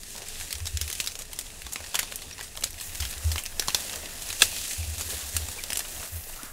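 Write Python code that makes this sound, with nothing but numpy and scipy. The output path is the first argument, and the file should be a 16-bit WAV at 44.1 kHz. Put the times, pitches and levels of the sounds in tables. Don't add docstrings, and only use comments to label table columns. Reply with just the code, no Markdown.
import sys
import numpy as np
from scipy import signal
from scipy.fft import rfft, irfft, next_fast_len
from scipy.io import wavfile
from scipy.ndimage import uniform_filter1d

SR = 44100
rng = np.random.default_rng(int(sys.argv[2]) if len(sys.argv) > 2 else 0)


def attenuation_scalar(level_db):
    decades = np.asarray(level_db, float) / 20
    return 10 ** decades


def generate_wav(sig):
    pcm = np.round(np.clip(np.atleast_2d(sig).T, -1, 1) * 32767).astype(np.int16)
    wavfile.write(sys.argv[1], SR, pcm)


N = 287664

# pitch_hz, level_db (per Hz)
NIGHT_AIR = [(12, -15), (20, 15.5), (37, -1), (79, -0.5), (130, -10.5), (328, -16.5), (441, -23.5),
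             (512, -38), (700, -18), (910, -90)]
NIGHT_AIR_DB = -47.5
# pitch_hz, level_db
DRONE = [(376.8, -69.5), (436.0, -65.5)]

# peak_s, peak_db, pitch_hz, free_ring_s
PUSHES = [(0.393, -41.5, 77.5, 0.12), (0.55, -36.5, 72, 0.036), (0.617, -27.5, 84, 0.053),
          (0.679, -40, 82, 0.064), (0.744, -24.5, 75, 0.045), (0.815, -28, 75.3, 0.073),
          (0.951, -45, 75.8, 0.19), (1.647, -40, 62, 0.09), (1.798, -44, 79, 0.16), (2.271, -45, 71, 0.052),
          (2.741, -44, 75, 0.093), (2.878, -40, 86, 0.046), (3.003, -25.5, 74.8, 0.05),
          (3.045, -32, 64.4, 0.05), (3.173, -36, 69.6, 0.11), (3.255, -18, 78.8, 0.13),
          (3.479, -46, 74.5, 0.035), (3.547, -42, 79, 0.078), (3.64, -41, 65.6, 0.061),
          (3.736, -42.5, 81.5, 0.13), (3.969, -43, 74, 0.12), (4.301, -42, 83.3, 0.082),
          (4.438, -41, 89.5, 0.1), (4.585, -46, 80, 0.046), (4.789, -26, 81, 0.07),
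          (4.878, -27.5, 78.4, 0.075), (4.98, -34, 79, 0.044), (5.056, -36.5, 78, .05),
          (5.139, -35.5, 70.5, 0.05), (5.232, -36, 69, 0.099), (5.35, -26.5, 82, 0.13),
          (5.424, -29.5, 76, 0.04), (5.485, -35, 80, 0.033), (5.63, -44.5, 75, 0.06),
          (5.723, -43.5, 75, 0.067), (5.95, -45, 79, 0.045), (5.994, -38, 78, 0.03),
          (6.129, -33, 79.6, 0.05), (6.15, -30.5, 77.5, 0.056)]
BOARDS_T60_S = 0.44

# start_s, tug_db, dryness_db (of what it holds), weight_db (on the stems)
TUGS = [(0.0, -47, -7, -10), (0.2, -44.5, -14, 0), (0.38, -42.5, -8, -1), (0.71, -47.5, -11, -3),
        (1.01, -41, -9, -2), (1.2, -50.5, -13, 0), (2.0, -44, -20, -1), (2.5, -50.5, -11, 0),
        (2.967, -42.5, 2, 2.5), (3.22, -43.5, -4, 5), (3.482, -49.5, 0, 4), (3.795, -38, -4, 4),
        (4.03, -43.5, -4, 8), (4.57, -36, -8, -1.5), (5.28, -44, -1, 2), (6.042, -40.5, -2.5, 9.5),
        (6.08, -47.5, 7.5, 4), (6.52, -48.5, 2.5, 2)]
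# middle_s, length_s, change_db
JERKS = [(0.238, 0.1, -2), (0.427, 0.071, 0.5), (0.96, 0.18, -0.5), (1.525, 0.051, -0.5), (1.673, .12, 0),
         (2.065, 0.19, 2), (2.382, 0.56, 0), (2.73, 0.16, -3), (2.958, 0.077, -3), (3.335, 0.14, 3.5),
         (4.15, 0.33, -1), (4.458, 0.068, 3.5), (4.922, 0.093, -1), (5.2, 0.36, 3.5), (5.307, 0.035, -4),
         (5.537, 0.063, 0.5), (5.74, 0.25, -2), (5.923, 0.37, -2.5), (6.515, 0.055, -5), (0.736, 0.16, 0),
         (3.638, 0.081, 1.5)]
MIDDLING_TUG_DB = -45
# pitch_hz, width_hz, level_db
STEM_MODES = [(200, 205, -9), (438, 430, -9), (657, 510, -6), (1194, 900, -8.5), (1830, 700, -3.5)]
LEAF_MODES = [(2663, 610, 2.5), (3710, 3200, 7.5), (5400, 6100, 6.5)]
GRASS_MODES = [(6500, 3300, 5), (7600, 5700, 18.5), (10100, 1600, 9.5)]
CHAFF_MODES = [(12300, 8300, 16), (15100, 11000, -9)]
# level_db (at a middling tug), tug_share, dryness_share, weight_share (all dB per dB)
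PLANTS = [
    (-51.5, 0.53, 0.077, 0.49),
    (-47, 0.9, 0.02, 0.067),
    (-43.5, 0.89, 0.14, .01),
    (-47, 1, 1, .01),
]

# start_s, pitch_hz, level_db
TAPS = [(0.2202, 390.0, -45), (1.0443, 1120.0, -51), (1.0978, 650.0, -59), (1.155, 566, -52),
        (1.2115, 517, -46.5), (1.2993, 563, -51), (1.9459, 660, -35), (2.118, 560.0, -48),
        (2.5545, 690.0, -49), (2.5819, 645, -45), (2.6595, 600.0, -48), (2.7361, 650.0, -56),
        (3.3976, 1110, -46), (3.7862, 726, -43), (4.0346, 590, -42), (4.4083, 600.0, -39.5),
        (4.53, 734, -44), (5.0112, 950.0, -41), (5.0903, 393, -44.5), (5.1428, 467, -47),
        (5.5673, 554, -44.5), (5.7931, 730.0, -44), (5.851, 980, -51), (6.2686, 430.0, -49.5),
        (6.298, 690.0, -47)]
# start_s, centre_hz, level_db, length_s
SCRAPES = [(.14, 640, -49.5, .12), (0.881, 420, -54, 0.047), (1.062, 606, -55, 0.053),
           (2.243, 264, -52, 0.07), (2.263, 130, -52, 0.07), (2.63, 160, -53, 0.044),
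           (3.929, 525, -46, 0.074), (4.025, 324, -49, 0.082), (5.119, 484, -47, .04),
           (6.338, 1300, -50, 0.24), (6.363, 900, -61, 0.064)]
# start_s, pitch_hz, level_db, length_s
SQUEAKS = [(0.262, 2360, -44, 0.0084), (2.322, 5650, -37, 0.019), (5.583, 2290, -33.5, 0.017),
           (5.602, 2060, -44, 0.022), (6.331, 2840, -42, .012), (6.387, 1307, -42, 0.023),
           (6.43, 216, -38, 0.014)]

BRANCH_S, BRANCH_DB = 4.4188, -17.5
# pitch_hz, width_hz, level_db
BRANCH_MODES = [(690, 110, -12), (1300, 73, -6), (2040, 350, -24), (1670, 110, -2), (2650, 150, 3.5),
                (3450, 180, 3), (4000, 370, 5.5), (4440, 640, 0.5), (6000, 160, -4)]
# pitch_hz, width_hz, level_db
SPLINTER_MODES = [(223, 270, -14), (7500, 1350, 3.5), (10100, 990, -3)]

# start_s, pitch_hz, ring_db, wood_db
STICKS = [(0.6707, 4000, -27.5, -40), (.9009, 8500, -28, -46), (1.001, 2840, -23, -35.5),
          (1.042, 5990, -31.5, -43), (1.0733, 4340, -23.5, -43), (1.3317, 8800, -31.5, -41.5),
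          (1.6663, 3670, -35.5, -37.5), (1.759, 2500, -29.5, -31), (1.845, 4220, -40, -43.5),
          (1.863, 1840, -41, -46), (1.9534, 7150, -20.5, -27), (2.03, 4000, -30, -33.5),
          (2.1234, 7600, -34, -36), (2.392, 1490, -43, -39.5), (2.4103, 1830, -34, -39),
          (2.5737, 3620, -31.5, -36), (2.624, 2670, -37, -39), (2.6366, 6000, -25.5, -35),
          (3.3586, 2560, -30, -30), (3.596, 5600, -18, -29), (3.683, 4270, -21.5, -24),
          (3.7468, 5500, -16, -28), (3.784, 6240, -46, -52), (3.958, 6890, -30, -46),
          (4.328, 6600, -28.5, -35), (4.5635, 2330, -32.5, -53), (5.486, 7800, -30.5, -37),
          (5.638, 5340, -28, -38.5), (5.7034, 9600, -26, -31.5), (5.8048, 1830, -31.5, -51)]
# start_s, pitch_hz, ring_db, splinters_db
STALKS = [(0.285, 7580, -36, -45), (0.8128, 5800, -23, -45), (0.9278, 6500, -27.5, -36),
          (1.062, 5500, -31, -39), (1.22, 6630, -34, -50), (1.3894, 8400, -26, -37),
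          (1.6192, 2630, -36, -44), (1.733, 8050, -36, -30), (1.9906, 1990, -21.5, -29),
          (2.158, 7670, -34.5, -30), (2.5673, 8270, -46, -41.5), (2.609, 8400, -38, -49),
          (2.706, 6290, -41, -41), (3.1095, 6760, -38, -38), (3.381, 2830, -25, -37),
          (3.437, 2770, -38, -32.5), (3.4618, 6000, -28, -45), (5.3657, 8700, -18.5, -49),
          (5.731, 8200, -24.5, -34), (5.7719, 7650, -23.5, -29), (5.792, 5600, -26, -34),
          (5.854, 1720, -42, -48), (5.884, 4440, -50, -54.5), (6.4322, 9300, -36, -42)]
# start_s, pitch_hz, ring_db, crunch_db (against the crack)
SPRIGS = [(.0333, 4960, -38, -21), (0.1796, 6850, -38, -8), (0.399, 7900, -35.5, 6), (.507, 4350, -31, -4),
          (0.656, 5600, -32, -15), (0.8779, 5950, -33, -2), (1.19, 7060, -33, -4), (1.723, 7050, -33.5, 4),
          (1.9441, 1700, -25, -12), (2.428, 8250, -37, 4), (2.81, 8100, -31.5, -8),
          (3.002, 5300, -28.5, -6), (3.023, 2830, -30.5, -1), (3.3166, 4930, -27, -14),
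          (4.221, 7600, -31.5, -8), (4.289, 6800, -32, -5), (4.3027, 3620, -28, -12), (4.407, 2700, -30, 4),
          (4.68, 7920, -33.5, -4), (4.7095, 2740, -31.5, -2), (4.981, 7580, -33, 4),
          (5.0096, 6800, -28, -3), (5.099, 6890, -37, -2), (5.963, 4020, -46, 2), (6.361, 1300, -44, 7)]
# start_s, pitch_hz, ring_db
TWIGS = [(0.5274, 8800, -24.5), (0.553, 5770, -32), (0.772, 6760, -24.5), (0.914, 6460, -33),
         (1.154, 7050, -32), (2.22, 4000, -36.5), (2.3113, 2560, -37), (2.554, 2710, -40.5),
         (3.052, 2900, -28.5), (3.1383, 4350, -37), (3.6757, 4910, -33), (4.058, 3000, -33.5),
         (5.7222, 1860, -29.5), (5.7571, 5770, -28.5)]
# start_s, level_db
ECHOES = [(0.287, -38), (.675, -33), (0.8186, -34), (1.0084, -29.5), (1.078, -32), (1.394, -38), (1.737, -40),
          (1.994, -22.5), (2.5803, -47.5), (2.6406, -21.5), (3.0055, -31), (3.32, -31), (3.39, -31.5),
          (3.5956, -33), (3.754, -35), (5.3685, -28), (5.7777, -43)]
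ECHO_HZ = 7200
# start_s, level_db
KNOCKS = [(0.153, -37), (0.18, -37), (0.218, -40), (1.804, -32), (3.935, -35), (3.966, -37), (4.031, -40),
          (4.089, -38), (5.089, -40), (5.135, -36), (5.577, -38), (5.968, -45), (6.029, -29.5),
          (6.295, -44)]
# start_s, pitch_hz, level_db
TICKS = [(0.1623, 5700, -35.5), (0.2198, 5770.0, -35.5), (0.6036, 1830, -38), (0.952, 6890.0, -31.5),
         (1.0978, 5940.0, -43), (1.1114, 6290.0, -42), (1.211, 3100, -41), (1.4115, 6720.0, -34),
         (1.649, 3530.0, -43), (2.3814, 2000, -38), (2.934, 7020.0, -41), (3.1282, 2630.0, -42),
         (3.2494, 6240.0, -37), (3.932, 6500, -32), (4.184, 8790.0, -43), (4.1941, 9100, -45),
         (4.262, 5640.0, -37), (4.637, 7200, -37), (4.733, 7000, -29), (4.997, 8000, -32),
         (5.191, 7500, -36), (5.2123, 7150, -35), (5.706, 6500, -31), (5.85, 3010.0, -37.5),
         (6.4548, 7000, -42),
         (0.033, 1920, -44), (0.0392, 6420.0, -50), (0.105, 7580.0, -39), (0.1792, 6800.0, -42),
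                  (0.2293, 2800.0, -45.0), (0.265, 2410.0, -51), (0.3031, 3960.0, -47.0),
                  (0.356, 3570.0, -40), (0.411, 1880, -32.5), (0.4167, 6200.0, -41), (0.583, 8570.0, -37),
                  (0.6671, 5500, -30), (0.7631, 7450.0, -46), (0.794, 3270.0, -44), (0.8426, 2670.0, -43),
                  (0.8786, 2580.0, -38.0), (0.958, 2370.0, -41), (1.066, 2840.0, -48),
                  (1.1188, 6460.0, -36), (1.206, 2370.0, -46), (1.2536, 7840.0, -43.0),
                  (1.3183, 1210.0, -49), (1.3617, 5640.0, -41), (1.466, 3490.0, -42), (1.503, 2540.0, -41),
                  (1.5164, 8350.0, -44), (1.0018, 7500, -25.5), (1.7595, 2650, -42), (1.7832, 2580.0, -45),
                  (1.841, 1720.0, -38.5), (1.87, 5860.0, -38), (1.895, 2710.0, -50), (1.913, 2580.0, -45),
                  (1.9183, 7060.0, -47), (1.9553, 2530, -24), (2.117, 5560.0, -39), (2.122, 2670, -33.5),
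                  (2.1898, 3790.0, -41), (2.2681, 3660.0, -45), (2.329, 3790.0, -43), (2.4022, 1850.0, -38),
                  (2.4423, 5040.0, -39), (2.4697, 8350.0, -42), (2.4795, 3140.0, -44), (2.6387, 4500, -24),
                  (2.6677, 2540.0, -40), (2.6735, 3790.0, -39), (2.7301, 5470.0, -40), (2.7424, 2420, -42),
         (2.78, 2000, -42), (2.787, 2710.0, -41), (2.7998, 4520.0, -34.5), (2.8238, 7880.0, -41.5),
                 (2.894, 3660.0, -40), (2.9, 2760.0, -47.0), (2.9491, 7750, -33), (2.9551, 9200, -32),
                 (3.1277, 2630.0, -37), (3.1723, 1890.0, -44), (3.1796, 7280.0, -36), (3.2908, 7320.0, -43),
                 (3.4554, 2530, -34.5), (3.4682, 2560, -38), (3.5248, 1770.0, -42), (3.6228, 1660, -31.5),
                 (3.631, 2540.0, -42), (3.6929, 2700, -30), (3.7037, 2840.0, -30), (3.7463, 3530, -19.0),
                 (3.7832, 5510.0, -44), (3.8959, 2670.0, -31.5), (3.9249, 3080, -37), (3.9385, 2760.0, -33),
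                 (4.0142, 8400.0, -51), (4.193, 5340.0, -42), (4.3075, 3880.0, -41), (4.398, 8230.0, -31),
                 (4.5909, 3920.0, -36), (4.6785, 8010.0, -36), (4.765, 2150.0, -41), (4.83, 2560, -37.5),
                 (4.9815, 7760, -36), (5.045, 2710.0, -42), (5.1044, 3620, -32.5), (5.143, 2670.0, -41.0),
                 (5.1583, 3450.0, -42.0), (5.1715, 1770.0, -39), (5.2239, 2890.0, -40),
                 (5.4674, 3010.0, -39), (5.5163, 8790.0, -35), (5.5262, 4580, -38), (5.7536, 7700, -35),
                 (5.8567, 1720, -42), (5.8833, 9600, -38), (5.964, 2950, -42), (5.9987, 2670.0, -39),
                 (6.0785, 10100, -48), (6.1718, 2630.0, -47), (6.1932, 2760.0, -50), (6.2381, 3960.0, -42),
                 (6.2967, 8740.0, -42)]


def band(f, hz, width):
    return 1j * f * width / (hz ** 2 - f ** 2 + 1j * f * width)


def unit(x):
    return x / np.sqrt(np.mean(x ** 2, axis=-1, keepdims=True))


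def add(out, s, sound):
    i = max(int(s * SR), 0)
    out[i:i + len(sound)] += sound[:N - i]


def walk(rate):
    hold = int(SR / rate)
    steps = np.repeat(rng.standard_normal(N // hold + 1), hold)
    smooth = uniform_filter1d(uniform_filter1d(steps, hold), hold)
    return unit(smooth[:N])


def cracks(shape, spread_db):
    size_db = spread_db * np.minimum(rng.exponential(size=shape), 3.9)
    return unit(rng.standard_normal(shape) * attenuation_scalar(size_db))


def linger(grains, t60):
    return np.sqrt(signal.lfilter([1], [1, -attenuation_scalar(-120 / (t60 * SR))], grains ** 2))


def night(hiss_db=-62):
    f, t = np.fft.rfftfreq(N, 1 / SR), np.arange(N) / SR
    hz, db = np.transpose(NIGHT_AIR)
    colour = attenuation_scalar(np.interp(np.log(f + 1), np.log(hz), db, right=-90)) * (f > 8)
    gusts = attenuation_scalar(1.5 * walk(16) + .4 * walk(3))
    air = unit(irfft(rfft(rng.standard_normal(N) * gusts) * colour, N)) * attenuation_scalar(NIGHT_AIR_DB + 1.2)
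    drone = 0
    for hz, db in DRONE:
        drone = drone + attenuation_scalar(db + 2 + 2 * walk(7.4)) * np.sin(2 * np.pi * hz * t + walk(4.8))
    drone = drone * np.clip((2.9 - t) / 0.21, 0, 1)
    hiss = unit(irfft(rfft(rng.standard_normal(N)) * band(f, 10500, 12000), N))
    return air + drone + attenuation_scalar(hiss_db) * hiss


def platform(push_s=0.03, lead_s=0.01865, damp_s=0.029):
    t, out = np.arange(SR // 2) / SR, np.zeros(N)
    swell = np.sin(np.pi / 2 * np.clip(t / push_s, 0, 1)) ** 2
    decay = attenuation_scalar(-60 * np.clip(t - push_s, 0, 1) / BOARDS_T60_S)
    for s, db, hz, free_s in PUSHES:
        damped = np.cos(np.pi / 2 * np.clip((t - free_s) / damp_s, 0, 1)) ** 2
        add(out, s - lead_s, attenuation_scalar(db) * swell * decay * damped * np.sin(2 * np.pi * hz * t))
    return out * attenuation_scalar(1.2 * walk(40))


def rustle(shared_db=6.0, own_db=3.5, own=0.9):
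    flicker_db, smear_t60 = 1.4, .006
    s, effort_db, dry_db, weight_db = np.transpose(TUGS)
    t = np.arange(N) / SR
    size = next_fast_len(N)
    f = np.fft.rfftfreq(size, 1 / SR)
    tug_db = .4 * walk(30) + .8 * walk(90)
    for middle, length, db in JERKS:
        tug_db = tug_db + db * np.exp(-(2 * (t - middle) / length) ** 2)
    shared, out = linger(cracks(N, shared_db), smear_t60), 0
    kinds = (STEM_MODES, LEAF_MODES, GRASS_MODES, CHAFF_MODES)
    for modes, (base_db, tug, dry, weight) in zip(kinds, PLANTS):
        level_db = base_db + tug * (effort_db - MIDDLING_TUG_DB) + dry * dry_db + weight * weight_db
        plant = 0
        for hz, width, db in modes:
            loudness = np.hypot(shared, own * linger(cracks(N, own_db), smear_t60))
            grains = rng.standard_normal(N) * loudness * attenuation_scalar(tug_db + flicker_db * walk(20))
            ringing = irfft(rfft(grains, size) * band(f, hz, width) ** 2, size)[:N]
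            plant = plant + attenuation_scalar(db) * unit(ringing)
        out = out + unit(plant) * attenuation_scalar(np.interp(t, s, level_db))
    return out


def taps(width=0.45):
    t, out = np.arange(1024) / SR, np.zeros(N)
    f = np.fft.rfftfreq(len(t), 1 / SR)
    for s, hz, db in TAPS:
        hit = rng.standard_normal(len(t)) * attenuation_scalar(-60 * t / 0.016)
        tap = irfft(rfft(hit) * band(f, hz, width * hz) ** 2)
        add(out, s - .0015, attenuation_scalar(db) * tap / np.std(tap[:240]))
    return out


def scrapes(width=0.68):
    t, out = np.arange(8192) / SR, np.zeros(N)
    f = np.fft.rfftfreq(len(t), 1 / SR)
    for s, hz, db, length in SCRAPES:
        rub = unit(irfft(rfft(cracks(len(t), 2.0)) * band(f, hz, width * hz) ** 2))
        add(out, s, attenuation_scalar(db) * rub * np.sin(np.pi * np.clip(t / length, 0, 1)))
    return out


def squeaks():
    out = np.zeros(N)
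    for s, hz, db, length in SQUEAKS:
        t = np.arange(int(length * SR)) / SR
        wobble = .1 * np.cumsum(rng.standard_normal(4096))[:len(t)]
        add(out, s, attenuation_scalar(db) * np.sin(np.pi * t / length) * np.sin(2 * np.pi * hz * t + wobble))
    return out


def branch(scatter_t60=0.089, scatter_db=-1.5, tear_t60=0.0066, late_cycles=1.8):
    tear_s, low_hz = .002, 1000
    t = np.arange(8192) / SR
    f = np.fft.rfftfreq(len(t), 1 / SR)
    rise, out = np.clip(t / tear_s, 0, 1) ** 2, np.zeros(N)
    for hz, width, db in BRANCH_MODES + SPLINTER_MODES:
        tear = rng.standard_normal(len(t)) * rise * attenuation_scalar(-60 * t / tear_t60)
        ringing = unit(irfft(rfft(tear) * band(f, hz, 2.12 * width) ** 2))
        late_s = late_cycles / hz if hz < low_hz else 0
        add(out, BRANCH_S + late_s, attenuation_scalar(BRANCH_DB + db - 15.5) * ringing)
    tail = rng.standard_normal(len(t)) * rise * attenuation_scalar(-60 * t / scatter_t60)
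    scattered = unit(irfft(rfft(tail) * band(f, 4900, 13000) ** 3))
    add(out, BRANCH_S + tear_s, attenuation_scalar(BRANCH_DB + scatter_db - 10) * scattered)
    return out


def breaks():
    sticks = [(s, hz, db, wood_db, db - 69, -17) for s, hz, db, wood_db in STICKS]
    stalks = [(s, hz, db, db - 12.5, fine_db, -16) for s, hz, db, fine_db in STALKS]
    sprigs = [(s, hz, db, db - 10.5, db - 17.5, crunch_db) for s, hz, db, crunch_db in SPRIGS]
    twigs = [(s, hz, db, db - 36, db - 47, -18) for s, hz, db in TWIGS]
    echoes = [(s, ECHO_HZ, db, db - 21, db - 12, -14) for s, db in ECHOES]
    knocks = [(s, 600, db - 15, db - 7.5, db - 30, -9) for s, db in KNOCKS]
    small = TICKS
    ticks = [(s, hz, db - 0.5, db - 12, db - 28, -14) for s, hz, db in small]
    return sticks + stalks + sprigs + twigs + echoes + knocks + ticks


def snaps(scatter_t60=0.16, grain_db=1.5, creak_db=-14, body_db=-5, click_t60=0.0016, crack_t60=0.017,
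          parting_db=11, ground_gain=.35, ground_s=0.001102):
    creak_s, rise_s = .0014, .0002
    s, hz, ring_db, wood_db, fine_db, scatter_db = np.transpose(breaks())[:, :, None]
    t = np.arange(4096) / SR - creak_s
    f = np.fft.rfftfreq(len(t), 1 / SR)

    click = attenuation_scalar(-60 * t / click_t60)
    crack = attenuation_scalar(body_db - 60 * t / crack_t60)
    tail = attenuation_scalar(scatter_db - 2.5 - 60 * t / scatter_t60)
    after = np.clip(t / rise_s, .2, 1) * (click + crack + tail)
    shape = np.where(t < 0, attenuation_scalar(creak_db) * (1 + t / creak_s), after)

    side, bounce = rng.random((len(s), 2)).T[:, :, None]
    ground = 1 + ground_gain * np.exp(-2j * np.pi * f * (0.2 + bounce) * ground_s)
    at_parting = np.arange(len(t)) == int((creak_s + rise_s) * SR)
    parting = np.sign(side - .5) * attenuation_scalar(parting_db - 5.4 * bounce) * at_parting
    fade = np.clip((t[-1] - t) / .03, 0, 1)
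    burst = rfft((cracks((len(s), len(t)), grain_db) * shape + parting) * fade)

    ring = band(f, hz, 0.15 * hz) * band(f, 1470, 5600) + attenuation_scalar(-12.5) * band(f, hz, 1.84 * hz) ** 2
    ring = ring + attenuation_scalar(-7) * band(f, 3290, 9500) ** 2 * band(f, 3400, 10600)
    wood = band(f, 900, 2660) ** 2 + attenuation_scalar(-8) * band(f, 217, 330) ** 2
    fine = band(f, 9500, 9500) ** 2 / (1 + (1j * f / 14000) ** 2 + 1.2j * f / 14000)

    sound = 0
    for colour, db in ((ring, ring_db - .7), (wood, wood_db), (fine, fine_db - .7)):
        part = irfft(burst * ground * colour)
        sound = sound + attenuation_scalar(db) * part / np.std(part[:, 40:240], axis=1, keepdims=True)
    out = np.zeros(N)
    for start, one in zip(s[:, 0], sound):
        add(out, start - creak_s, one)
    return out


def scene():
    background = night() + platform() + rustle()
    stems = taps() + scrapes() + squeaks()
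    return np.tile(background + stems + branch() + snaps(), (2, 1))


def top_cut(x):
    return signal.sosfilt(signal.butter(12, 16670, fs=SR, output="sos"), x)


def record(dry):
    clipped = np.clip(dry, -.83, .83)
    treble_cut = signal.ellip(10, .2, 60, 15700, fs=SR, output="sos")
    return top_cut(signal.sosfilt(treble_cut, clipped))


dry = scene()
out = record(dry)
generate_wav(out)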